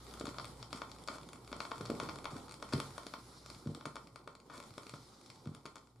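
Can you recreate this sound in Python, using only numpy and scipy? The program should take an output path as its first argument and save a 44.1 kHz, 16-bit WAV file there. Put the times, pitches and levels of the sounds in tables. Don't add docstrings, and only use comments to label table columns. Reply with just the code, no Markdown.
import sys
import numpy as np
from scipy import signal
from scipy.io import wavfile

SR = 44100
rng = np.random.default_rng(int(sys.argv[2]) if len(sys.argv) > 2 else 0)


def attenuation_scalar(level_db):
    decades = np.asarray(level_db, float) / 20
    return 10 ** decades


def to_wav(sig):
    pcm = np.clip(np.atleast_2d(sig), -1, 1) * 32767
    pcm = np.round(pcm).astype(np.int16)
    wavfile.write(sys.argv[1], SR, pcm.T)


N = 264600

# [start_s, tick_db, cone_ring_db re tick, sparkle_db re tick]
DUST_POPS = [(.198, -38.5, -24, -9), (0.211, -44, 9, -12), (.255, -39.5, 1, -5), (0.2688, -34, -6.5, -28),
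             (0.3843, -33.5, -1, -34), (0.3975, -37, -3, -25), (0.4449, -39.5, -5, -8),
             (.454, -40, -19, -5), (0.6276, -35.5, -10, -20), (0.729, -30.5, -6, -15),
             (0.818, -42.5, 6.5, -26), (1.0759, -36.5, -7, -7.5), (1.0851, -33, 3.5, -30),
             (1.332, -40, -7.5, -6.5), (1.5284, -38, 1, -24), (1.6039, -31.5, -3, -16),
             (1.6516, -44, 5, -22), (1.7163, -42.5, 5, -15), (1.8099, -43, 7, -17),
             (1.9014, -37.5, 3.5, -7.5), (2.0, -36.5, 8, -10), (2.0888, -41.5, 3, -16),
             (2.0945, -37.5, -1, -26), (2.2438, -39, -1.5, -7), (2.2551, -38.5, 2.5, -14),
             (2.6254, -38.5, 1.5, -10), (2.735, -29, -12, -18), (3.81, -45, 2, -32),
             (4.2756, -50, 11.5, -6), (4.499, -53.5, 7, -30)]
# [first_s, tick_db, cone_ring_db re tick, loss_a_turn_later_db]
SCRATCHES = [(2.7782, -40.5, -20, 4), (2.801, -31.5, -3, 9), (2.9061, -48, -3, 4), (2.98, -40, 2.5, 1),
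             (3.0327, -51, 0, 0), (3.0672, -39.5, -4, 5), (3.1381, -44, 11, 8.5), (3.4611, -42, -8, 5),
             (3.5011, -40.5, -7, 2.5), (3.6563, -58.5, 4.5, -6.5), (3.6724, -55, 5.5, 0),
             (3.7485, -40.5, -5.5, 2), (3.8552, -40, 8, 4.5), (3.8617, -42.5, -4.5, 0.5),
             (3.9566, -40.5, -0.5, 2), (3.9658, -47.5, 9, 8.5), (3.9813, -59, -11, -7),
             (4.072, -48.5, -3, 9.5), (4.159, -45, 2.5, 21)]
# [start_s, tick_db]
HARD_SPECKS = [(0.067, -48), (0.111, -46), (0.1388, -43), (0.479, -49), (0.7738, -45.5), (0.896, -49.5),
               (0.916, -41.5), (0.9856, -49.5), (1.038, -48), (1.213, -46.5), (1.2321, -47.5), (1.289, -43),
               (1.447, -52), (1.4764, -45.5), (1.7805, -42), (1.8595, -43), (1.871, -47), (2.312, -50),
               (2.4941, -44.5), (2.511, -43), (2.522, -42), (2.5413, -41), (3.548, -49), (4.352, -48),
               (4.401, -53), (4.627, -47), (4.739, -51.5), (4.8947, -41.5), (5.213, -52.5), (5.359, -53),
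               (0.572, -58), (0.7067, -53), (0.9476, -52), (1.987, -63), (2.144, -57), (2.2284, -59),
               (2.3999, -50), (2.465, -62), (2.6006, -53), (2.6898, -49), (4.2428, -63), (4.3276, -63),
               (4.5386, -58), (5.5318, -71), (5.61, -61), (5.6331, -64), (4.1913, -57)]
# [start_s, tick_db]
SOFT_CRUMBS = [(.1319, -67), (0.1737, -49.5), (.2809, -48), (0.2898, -42.5), (0.3438, -50), (0.732, -55),
               (0.7591, -51), (0.9626, -57), (1.183, -49), (1.358, -51.5), (1.5166, -46.5), (1.5651, -47),
               (1.6273, -55), (1.7118, -47.5), (1.7574, -48.5), (1.8127, -45), (1.8543, -43.5),
               (1.951, -48.5), (2.0341, -42.5), (2.158, -45), (2.1867, -44), (2.3068, -48), (2.3663, -48.5),
               (2.482, -47.5), (2.6217, -61), (2.9188, -66), (0.097, -71), (4.638, -50), (4.9414, -55)]
# [start_s, length_s]
SCUFFS = [(.255, .05), (.75, .04), (1.088, .08), (1.605, .07), (2.002, .06), (2.31, .08), (2.724, .008),
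          (2.7315, .007), (4.498, .075), (4.535, .04), (4.938, .025)]
SCUFF_LEVELS = [-64, -60.5, -55, -64, -54, -57.5, -42.5, -41.5, -58, -70, -63]
SCUFF_TREBLE = [3.5, 1, -4.5, 3, -11, -5.5, -13, -3.5, -13, 5.5, -4]
# [pitch_hz, width_hz, level_db]
TWEETER_MODES = [(2250, 1180, 1.5), (4170, 2400, 0)]
# [pitch_hz, width_hz, level_db]
SPARKLE_MODES = [(7160, 2650, 0.5), (9550, 2900, -9), (14300, 1800, -6.5)]
# [pitch_hz, width_hz, level_db]
CONE_MODES = [(1233, 55.6, 9), (1043, 230, 3), (530, 575, -6.5), (282, 82, -10)]
# [start_s, peak_db, pitch_hz]
DENTS = [(.21, -36, 324), (0.241, -39, 250), (.28, -38, 240), (0.729, -50, 276), (0.748, -43, 224),
         (1.084, -49, 330), (1.1, -44, 232), (1.518, -45, 270), (1.564, -45, 243), (1.721, -44.5, 358),
         (1.808, -39.5, 320), (1.813, -40, 142), (1.941, -39.5, 253), (2.03, -37, 302), (2.091, -43, 162),
         (2.111, -54, 130), (2.332, -40, 133), (2.362, -41.5, 222), (2.737, -27.5, 270),
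         (2.745, -29.5, 128), (2.759, -31, 134), (3.564, -50, 111), (3.862, -46, 131), (4.274, -51.5, 346),
         (4.779, -45, 312), (4.937, -43.5, 210), (4.943, -47, 119), (5.515, -47, 201), (5.655, -43, 382)]
# [first_s, peak_db, pitch_hz, loss_a_turn_later_db]
WARPS = [(2.782, -37.5, 312, 12), (2.91, -51, 109, -1), (3.065, -48.5, 300, 1.5), (3.185, -52, 266, 2),
         (3.672, -32.5, 132, 2.5), (3.692, -36.5, 151, 5.5), (3.752, -48, 262, 27), (3.775, -47, 303, 12),
         (3.869, -40.5, 235, 11), (3.955, -59, 300, 6), (3.974, -49.5, 270, 5)]
# [first_s, peak_db, pitch_hz, loss_a_turn_later_db]
BUMPS = [
    (1.8995, -30, 330, 14),
    (1.9085, -38, 249, 23),
    (1.917, -33, 270, 14),
    (3.6615, -37, 226, 6),
]
# [pitch_hz, width_hz, level_db]
CABINET_MODES = [(128, 75, -0.5), (251, 41, -9), (270, 64, 6), (373, 22, 2.5), (507, 223, 4.5)]
# [time_s, hiss_db, rumble_db]
GROOVE_WEAR = [(0, -63, -56), (.3, -63, -51.5), (.57, -66, -55.5), (1.35, -70, -57), (1.7, -63.5, -55),
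               (2.07, -61.5, -46.5), (2.21, -70, -56), (2.35, -62, -48), (2.57, -69.5, -57.5),
               (2.75, -59, -53), (3.15, -66, -61), (3.6, -67, -59), (4.0, -73.5, -60), (4.38, -81, -63),
               (4.53, -70.5, -58), (4.9, -66.5, -63), (5.4, -72.5, -60), (6, -81.5, -68)]
# [pitch_hz, level_db per Hz]
HISS_SPECTRUM = [(410, -33), (700, -19), (1290, 4.5), (1720, -4.5), (2200, -3.5), (2780, -6), (4550, -3.5),
                 (6130, -7.5), (9790, -10), (14500, -7.5), (15600, -46)]
# [pitch_hz, level_db per Hz]
RUMBLE_SPECTRUM = [(12, -40), (20, 16), (44, -18), (119, 1.5), (174, -3.5), (286, -2.5), (541, -9),
                   (687, -19.5), (900, -1.5), (1170, -21), (1980, -120)]
# [middle_s, half_length_s, level_db]
SWISHES = [
    (3.403, 0.35, -68),
    (5.166, 0.33, -69.5),
]
# [time_s, level_db]
HUM_LEVEL = [(0, -57), (1.1, -61.5), (1.4, -62.5), (2.6, -62.5), (3.12, -62.5), (3.39, -63), (4.3, -69),
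             (5.03, -72), (6, -73)]
# [delay_s, left_treble_share, right_treble_share, cone_share]
ECHOES = [
    (.001, -.75, -.7, -1.3),
    (.00344, -.45, -.15, .9),
    (.00645, -.18, -.1, 0),
]
# [pitch_hz, t60_s]
TAIL_T60 = [(100, 0.29), (260, 0.26), (700, 0.32), (1840, 0.22), (4850, 0.28), (12000, 0.3)]
# [pitch_hz, likeness]
LIKENESS = [(60, 0.98), (180, 0.97), (550, 0.82), (1650, 0.41), (4970, 0.22), (15000, 0.015)]
# [pitch_hz, left_minus_right_db]
LEAN = [(60, -5.5), (180, 0.5), (550, -3.5), (1650, 0.5), (4970, 0.5), (15000, -3.5)]
# [pitch_hz, width_hz, share]
DRIVER_DIPS = [(1480, 310, 0.4), (1743, 213, 0.65), (2616, 1000, 0.65), (6220, 900, 0.35)]

TURN_S = 1.8003
SCRATCH_SPARKLE_DB, SPARKLE_PER_RING = -8, -0.013
SPECK_RING_DB, SPECK_SPARKLE_DB = -6.5, -7.5
CRUMB_RING_DB, CRUMB_SPARKLE_DB = 1.5, -7
GRIT_DB, GRIT_FOLLOWS = -70.5, 0.68
GRIT_PER_S, SCUFF_PER_S = 300, 1500
TICK_COLOUR_DB = 3.0
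BLUNT_HZ = 5190
CHIP_S, CHIP_SNAP, CHIP_SPARKLE = .0006, .35, .9
HISS_DB, RUMBLE_DB = 9.5, 14.5
SWISH_HZ, SWISH_WIDTH_HZ = 4480, 3200


def ticks(grit_db):
    start_s, tick_db, ring_db, sparkle_db = dust()
    at = (start_s * SR).astype(int)
    sizes = attenuation_scalar(3.75 * np.minimum(rng.exponential(1, N), 3)) * rng.choice([-1, 1], N)
    chance = rng.random(N)
    grit = attenuation_scalar(grit_db) * sizes * (chance < GRIT_PER_S / SR)
    scuff_grains = sizes * (chance < SCUFF_PER_S / SR)
    bright = grit + scuff_level(np.add(SCUFF_LEVELS, SCUFF_TREBLE)) * scuff_grains
    dull = grit + scuff_level(SCUFF_LEVELS) * scuff_grains

    snap, ring, sparkle = bright * attenuation_scalar(-4.0), dull * attenuation_scalar(-3.5), bright * attenuation_scalar(-2.0)
    snap[at] += attenuation_scalar(tick_db + 6.5)
    ring[at] += attenuation_scalar(tick_db + ring_db + 4.5)
    sparkle[at] += attenuation_scalar(tick_db + sparkle_db + 3.0)
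    for k in (1, 2):
        later = at + 2 + (chance[at + k] * CHIP_S * SR).astype(int)
        sign = np.sign(sizes[at + k])
        snap[later] += CHIP_SNAP * sign * snap[at]
        sparkle[later] += CHIP_SPARKLE * sign * sparkle[at]

    blunt = signal.butter(4, BLUNT_HZ, fs=SR, output="sos")
    thin = signal.butter(2, BLUNT_HZ, "high", fs=SR, output="sos")
    treble = signal.sosfilt(blunt, body(snap, TWEETER_MODES))
    treble = treble + signal.sosfilt(thin, body(sparkle, SPARKLE_MODES))
    return treble, signal.sosfilt(blunt, body(ring, CONE_MODES))


def dust():
    scratches = [(*row, SCRATCH_SPARKLE_DB + SPARKLE_PER_RING * row[2]) for row in second_turn(SCRATCHES)]
    specks = [(*row, SPECK_RING_DB, SPECK_SPARKLE_DB) for row in HARD_SPECKS]
    crumbs = [(*row, CRUMB_RING_DB, CRUMB_SPARKLE_DB) for row in SOFT_CRUMBS]
    return np.transpose(DUST_POPS + scratches + specks + crumbs)


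def second_turn(rows):
    passes = []
    for s, level_db, trait, loss_db in rows:
        passes.append((s, level_db, trait))
        passes.append((s + TURN_S, level_db - loss_db, trait))
    return passes


def scuff_level(levels_db):
    t = np.arange(N) / SR
    return sum(attenuation_scalar(level_db) * (t > start) * (t < start + length)
               for (start, length), level_db in zip(SCUFFS, levels_db))


def body(x, modes):
    def through(v, uneven_db):
        return sum(attenuation_scalar(level_db) * resonate(v * attenuation_scalar(uneven_db[k]), hz, width_hz)
                   for k, (hz, width_hz, level_db) in enumerate(modes))
    uneven_db = TICK_COLOUR_DB * rng.standard_normal((len(modes), N))
    click = through(signal.unit_impulse(2000), np.zeros(len(modes)))
    return through(x, uneven_db) / np.abs(click).max()


def thumps():
    push = np.zeros(N + SR)
    t = np.arange(SR // 20) / SR
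    inward = [(*row, -1) for row in DENTS + second_turn(WARPS)]
    outward = [(*row, 1) for row in second_turn(BUMPS)]
    for s, peak_db, hz, way in inward + outward:
        at = round(s * SR - .2 * SR / hz)
        swell = t * hz / 0.25
        rock = np.sin(2 * np.pi * hz * t) * swell * np.exp(1 - swell)
        push[at:at + len(t)] += way * attenuation_scalar(peak_db) * rock
    boom = sum(attenuation_scalar(level_db) * resonate(push, hz, width_hz) for hz, width_hz, level_db in CABINET_MODES)
    return (attenuation_scalar(-7.0) * push + attenuation_scalar(1.0) * boom)[:N]


def groove(hiss_db, rumble_db):
    shared = drift(16)

    def shape(hz):
        hiss = attenuation_scalar(hiss_db + at_hz(HISS_SPECTRUM, hz) + HISS_DB) * (hz > 600)
        rumble = attenuation_scalar(rumble_db + at_hz(RUMBLE_SPECTRUM, hz) + RUMBLE_DB)
        return np.hypot(hiss, rumble) * attenuation_scalar(1.3 * shared + 1.6 * drift(14))
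    return bands(shape, size=N)


def swish():
    t = np.arange(N) / SR
    swell = sum(attenuation_scalar(level_db) * np.exp(-((t - s) / half_s) ** 4) for s, half_s, level_db in SWISHES)
    noise = rng.standard_normal((3, N))
    wash = noise[0] + 0.28 * noise[1:]
    for _ in range(2):
        wash = resonate(wash, SWISH_HZ, SWISH_WIDTH_HZ)
    return swell * rms_one(wash) * attenuation_scalar(2.0 * drift(14))


def hum():
    t = np.arange(N) / SR
    line = np.sin(2 * np.pi * 59.5 * t) * attenuation_scalar(2.4 * drift(4.1))
    octave = np.sin(2 * np.pi * 119.5 * t) * attenuation_scalar(-1.5 + 8.3 * drift(4.6))
    return attenuation_scalar(in_time(HUM_LEVEL)[0] - 1.0) * (line + octave)


def echoed(x, shares):
    return x + sum(share * np.roll(x, round(row[0] * SR)) for row, share in zip(ECHOES, shares))


def room(x, onset_s):
    t = np.arange(SR // 2) / SR

    def decay(hz):
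        t60_s = at_hz(TAIL_T60, hz)
        return attenuation_scalar(-60 * t / t60_s) / np.sqrt(t60_s)
    tail = bands(decay, size=len(t))
    tail *= 1 - np.exp(-(t / onset_s) ** 2)
    tail = tail / np.sqrt(np.sum(tail ** 2) / 2)
    return signal.fftconvolve(x[None], tail, axes=1)[:, :N]


def bands(shape, size):
    out = 0
    edges = 18 * 2 ** (np.arange(31) / 3)
    white = rng.standard_normal((2, 2, size))
    for k, (low, high) in enumerate(zip(edges, edges[1:])):
        band = signal.butter(2, [low, high], "band", fs=SR, output="sos")
        mid, side = signal.sosfilt(band, white[k % 2])
        hz = np.sqrt(low * high)
        alike = np.clip(at_hz(LIKENESS, hz), 0, 1)
        lean = attenuation_scalar(at_hz(LEAN, hz) / 2 * np.array([[1], [-1]]))
        stereo = np.sqrt(1 + alike) * mid + np.sqrt(1 - alike) * side * [[1], [-1]]
        out = out + shape(hz) * lean * stereo
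    return out


def resonate(x, hz, width_hz):
    r = np.exp(-np.pi * width_hz / SR)
    feedback = [1, -2 * r * np.cos(2 * np.pi * hz / SR), r * r]
    return signal.lfilter([(1 - r * r) / 2, 0, (r * r - 1) / 2], feedback, x + 1e-18)


def drift(rate):
    r = np.exp(-80 * np.pi * rate / SR)
    slow = signal.lfilter([1], [1, -2 * r, r * r], rng.standard_normal(N // 40 + 2002))[2000:]
    return np.interp(np.arange(N) / 40, np.arange(len(slow)), rms_one(slow))


def rms_one(x):
    return x / np.sqrt(np.mean(x ** 2) + 1e-20)


def in_time(rows):
    s, *columns = np.transpose(rows)
    return [np.interp(np.arange(N) / SR, s, column) for column in columns]


def at_hz(points, hz):
    table_hz, values = np.transpose(points)
    return np.interp(np.log(hz), np.log(table_hz), values)


def scene():
    hiss_db, rumble_db = in_time(GROOVE_WEAR)
    treble, cone = ticks(GRIT_DB + GRIT_FOLLOWS * (hiss_db + 57))
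    dents = thumps()
    _, left, right, low = np.transpose(ECHOES)
    cone = echoed(cone, low)
    near = np.array([echoed(treble, left), echoed(treble, right)]) + cone
    far = attenuation_scalar(-2.0) * echoed(treble, 0.1 * right) + attenuation_scalar(-3.5) * cone + attenuation_scalar(-4.5) * dents
    walls = room(far, onset_s=.005)
    sound = near * attenuation_scalar([[2.1], [-2.1]]) + dents + walls + groove(hiss_db, rumble_db) + swish()
    for hz, width_hz, share in DRIVER_DIPS:
        sound = sound - np.clip(share, 0, 1) * resonate(sound, hz, width_hz)
    low_cut = signal.sosfilt(signal.butter(3, 70., "high", fs=SR, output="sos"), sound)
    return low_cut + attenuation_scalar(-20.0) * sound + hum()


def top_cut(x):
    return signal.sosfilt(signal.butter(12, 15680, fs=SR, output="sos"), x)


def record(dry):
    low = signal.sosfiltfilt(signal.butter(8, 11200., fs=SR, output="sos"), dry)
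    own_hiss = attenuation_scalar(np.linspace(-80, -87, N)) * rng.standard_normal((2, N)) * attenuation_scalar([[-1.5], [1.5]])
    own_hiss = signal.sosfilt(signal.butter(2, 6000., "high", fs=SR, output="sos"), own_hiss)
    miked = low + attenuation_scalar(-13.5) * (dry - low) + own_hiss
    mix = signal.sosfilt(signal.butter(12, 15200., fs=SR, output="sos"), miked)
    return top_cut(mix)


dry = scene()
out = record(dry)
to_wav(out)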